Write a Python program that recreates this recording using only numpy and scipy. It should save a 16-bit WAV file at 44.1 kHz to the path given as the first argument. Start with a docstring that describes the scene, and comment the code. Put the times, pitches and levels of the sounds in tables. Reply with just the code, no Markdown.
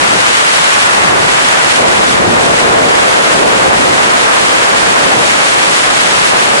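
"""Freefall: air tears past a helmet camera at terminal speed. From the start, large eddies buffet the
housing, smaller ones roar and rush in the two microphone ports, and the finest hiss and sputter.
The stream begins slightly left and centres within a second. As the helmet turns, the buffeting comes
and goes, hardest near 2.3 s: the roar swells with it and the hiss gives way. After 4 s it eases.
Throughout, the camera widens the port difference and levels the gusts; the loudest crests clip."""
import sys
import numpy as np
from scipy.fft import rfft, irfft
from scipy.io import wavfile
from scipy.ndimage import uniform_filter1d

SR = 44100
rng = np.random.default_rng(int(sys.argv[2]) if len(sys.argv) > 2 else 0)


def file_out(sig):
    """Save sig as 16-bit WAV at sys.argv[1]."""
    # one column per channel
    cols = np.atleast_2d(sig).T
    # limit, then scale
    lim = np.clip(cols, -1, 1)
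    pcm = np.round(lim * 32767).astype(np.int16)
    wavfile.write(sys.argv[1], SR, pcm)


N = 291060


def undb(db):
    """Decibels to gain."""
    return 10 ** (np.asarray(db) / 20)


def colour(rows, hz):
    """Gain of a (frequency [Hz], level [dB]) table, joined on a log-frequency axis."""
    row_hz, row_db = np.transpose(rows)
    return undb(np.interp(np.log(hz), np.log(row_hz), row_db))


def curve(rows):
    """A (time [s], level [dB]) table at every sample."""
    return np.interp(np.arange(N) / SR, *np.transpose(rows))


def walk(rate_hz):
    """Random steps at rate_hz, smoothed twice; unit spread."""
    hold = max(int(SR / rate_hz), 2)
    steps = np.repeat(rng.standard_normal(N)[:N // hold + 1], hold)[:N]
    smooth = uniform_filter1d(uniform_filter1d(steps, hold), hold)
    return smooth / smooth.std()


def crossover(spectrum, hz, edge_hz):
    """Soft split of a spectrum into (below, above)."""
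    below = 1 / (1 + (hz / edge_hz) ** 4)
    return spectrum * below, spectrum * (1 - below)


def low_pass(x, edge_hz, ramp_hz=60):
    """Brick-wall low-pass."""
    hz = np.arange(N // 2 + 1) * SR / N
    return irfft(rfft(x) * np.clip((edge_hz - hz) / ramp_hz + .5, 0, 1), N)


BAND_TOP_HZ = 11020
# Pressure common to both ports: (frequency [Hz], relative density [dB])
PRESSURE_SPECTRUM = [(20, -21), (45, -14.5), (70, -12.5), (110, -8), (170, -5), (280, -3.5), (560, -0.16),
                     (1000, -1.18), (1600, -3), (3000, -8), (5200, -13.5), (7800, -14.5), (9100, -18.5),
                     (11000, -17.5)]
# Port difference over common pressure: (frequency [Hz], level [dB])
PORT_DIFFERENCE = [(30, -12), (70, -8), (140, -5.5), (260, 0.5), (500, 3), (1000, 6), (1800, 6.5),
                   (3500, 4), (6000, 1), (10000, -2.5)]


def turbulence(hz, level_db=-13.5, cavity_hz=8000, cavity_width_hz=2100, cavity_db=1.36):
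    """Pressure spectra at the left and right port: bass alike, middle opposed, treble unrelated."""
    resonance = undb(cavity_db / (1 + (2 * (hz - cavity_hz) / cavity_width_hz) ** 2))
    shape = colour(PRESSURE_SPECTRUM, hz) * resonance * (hz < BAND_TOP_HZ)
    common, difference = rfft(rng.standard_normal((2, N))) * shape
    difference = difference * colour(PORT_DIFFERENCE, hz)
    ports = np.array([common + difference, common - difference])
    return ports * undb(level_db) / irfft(common, N).std()


# Buffeting against its usual strength: (time [s], level [dB])
BUFFET_LEVEL = [(0, 1.5), (0.18, 0.5), (0.26, -3.5), (0.82, -3.5), (1.02, 2), (1.13, 5), (1.32, 0),
                (1.53, -2.5), (1.76, -1.5), (1.84, 3), (2.0, 4.5), (2.08, 1.5), (2.26, 8), (2.33, 6),
                (2.41, 6.5), (2.58, 3), (2.84, 4.5), (3.26, 0.2), (3.45, 6), (3.57, 1), (3.67, 5),
                (3.78, 2.5), (3.9, 4.5), (4.04, -0.5), (4.2, -1), (4.9, -1), (5.23, 1), (5.32, -2),
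                (5.85, -2.5), (6.6, -1)]


def gusts(spread_db=0.5, rate_hz=23):
    """Buffeting in dB: slow swings as the helmet turns, quick random gusts on top."""
    return curve(BUFFET_LEVEL) + spread_db * walk(rate_hz)


def buffet(spectrum, gust_db, lump_db=1.05, lump_hz=26):
    """Large eddies shed from the helmet hit the housing in lumps."""
    return irfft(spectrum, N) * undb(gust_db + lump_db * walk(lump_hz))


# Roar before gusts and surges: (time [s], level [dB])
ROAR_BASE = [(0, -3), (0.4, -2.4), (0.95, -3), (1.2, -3), (1.7, -0.5), (2.22, -3), (2.4, -0.3), (2.78, 2.5),
             (3.1, 0.8), (3.6, 1.3), (3.9, 0.2), (4.4, 0.5), (5.5, 0), (5.95, -1), (6.6, 1.2)]


def roar(spectrum, gust_db, surge_db, gust_slope=0.75, flutter_db=0.64, flutter_hz=40):
    """Middle eddies tumble across the ports, fluttering and swelling with the buffeting."""
    level_db = curve(ROAR_BASE) + gust_slope * gust_db + surge_db
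    return irfft(spectrum, N) * undb(level_db + flutter_db * walk(flutter_hz))


# Rush before gusts and surges: (time [s], level [dB])
RUSH_BASE = [(0, 0.5), (0.45, -0.2), (1.2, 1), (2.3, -1), (2.97, 0.5), (3.3, -0.6), (5.0, -0.5), (5.85, -2),
             (6.6, 0)]


def rush(spectrum, gust_db, surge_db, gust_slope=-0.19, surge_slope=0.17, flutter_db=1.18, flutter_hz=40):
    """Small eddies stream past in a coarse rush that yields slightly to the buffeting."""
    level_db = curve(RUSH_BASE) + gust_slope * gust_db + surge_slope * surge_db
    return irfft(spectrum, N) * undb(level_db + flutter_db * walk(flutter_hz))


def hiss(spectrum, gust_db, gust_slope=-0.33, duck_from_db=4.5, duck_slope=0.97):
    """Fine hiss sputters in bursts of a millisecond or two; it ducks under hard buffeting."""
    duck_db = duck_slope * np.maximum(gust_db - duck_from_db, 0)
    flicker_db = 0.85 * walk(rate_hz=40)
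    sputter_db = 0.84 * walk(rate_hz=700)
    return irfft(spectrum, N) * undb(gust_slope * gust_db - duck_db + flicker_db + sputter_db)


def yaw(left_lead_db=1.1, centred_s=0.98):
    """Port gains: the stream favours the left, then centres."""
    lead_db = left_lead_db * np.maximum(1 - np.arange(N) / SR / centred_s, 0)
    return undb(np.array([lead_db, -lead_db]) / 2)


# Surges of the roar: (crest time [s], length [s], level [dB])
ROAR_SURGES = [(0.56, 0.1, 4), (1.84, 0.19, 3.5), (4.89, 0.22, 0.7), (5.2, 0.24, 2.5)]


def surges():
    """Boost in dB as the stream catches the ports, each a smooth rise and fall."""
    t = np.arange(N) / SR
    return sum(crest_db * np.cos(np.pi * np.clip((t - crest_s) / length_s, -.5, .5)) ** 2
               for crest_s, length_s, crest_db in ROAR_SURGES)


def scene():
    """One turbulent stream, split by eddy size; it sounds deeper and duller under hard buffeting."""
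    hz = np.maximum(np.arange(N // 2 + 1) * SR / N, 1)
    large, rest = crossover(turbulence(hz), hz, edge_hz=280)
    middle, rest = crossover(rest, hz, edge_hz=754)
    small, fine = crossover(rest, hz, edge_hz=2280)
    gust_db, surge_db = gusts(), surges()
    wind = buffet(large, gust_db)
    wind += roar(middle, gust_db, surge_db)
    wind += rush(small, gust_db, surge_db)
    wind += hiss(fine, gust_db)
    return wind * yaw()


def gain_control(x, target_db=-7.5, window_s=.05, strength=0.56):
    """The camera pulls the short-term level of both channels partway to a target."""
    power = uniform_filter1d(np.mean(x ** 2, axis=0), int(window_s * SR))
    return x * undb(strength * (target_db - 10 * np.log10(power)))


def record(dry, overload_peak=1.05):
    """The levelled wind overloads, loses its treble above 11 kHz, then clips at full scale."""
    overloaded = np.clip(gain_control(dry), -overload_peak, overload_peak)
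    narrow = low_pass(overloaded, BAND_TOP_HZ)
    return low_pass(np.clip(narrow, -1, 1), edge_hz=15800)


dry = scene()
out = record(dry)
file_out(out)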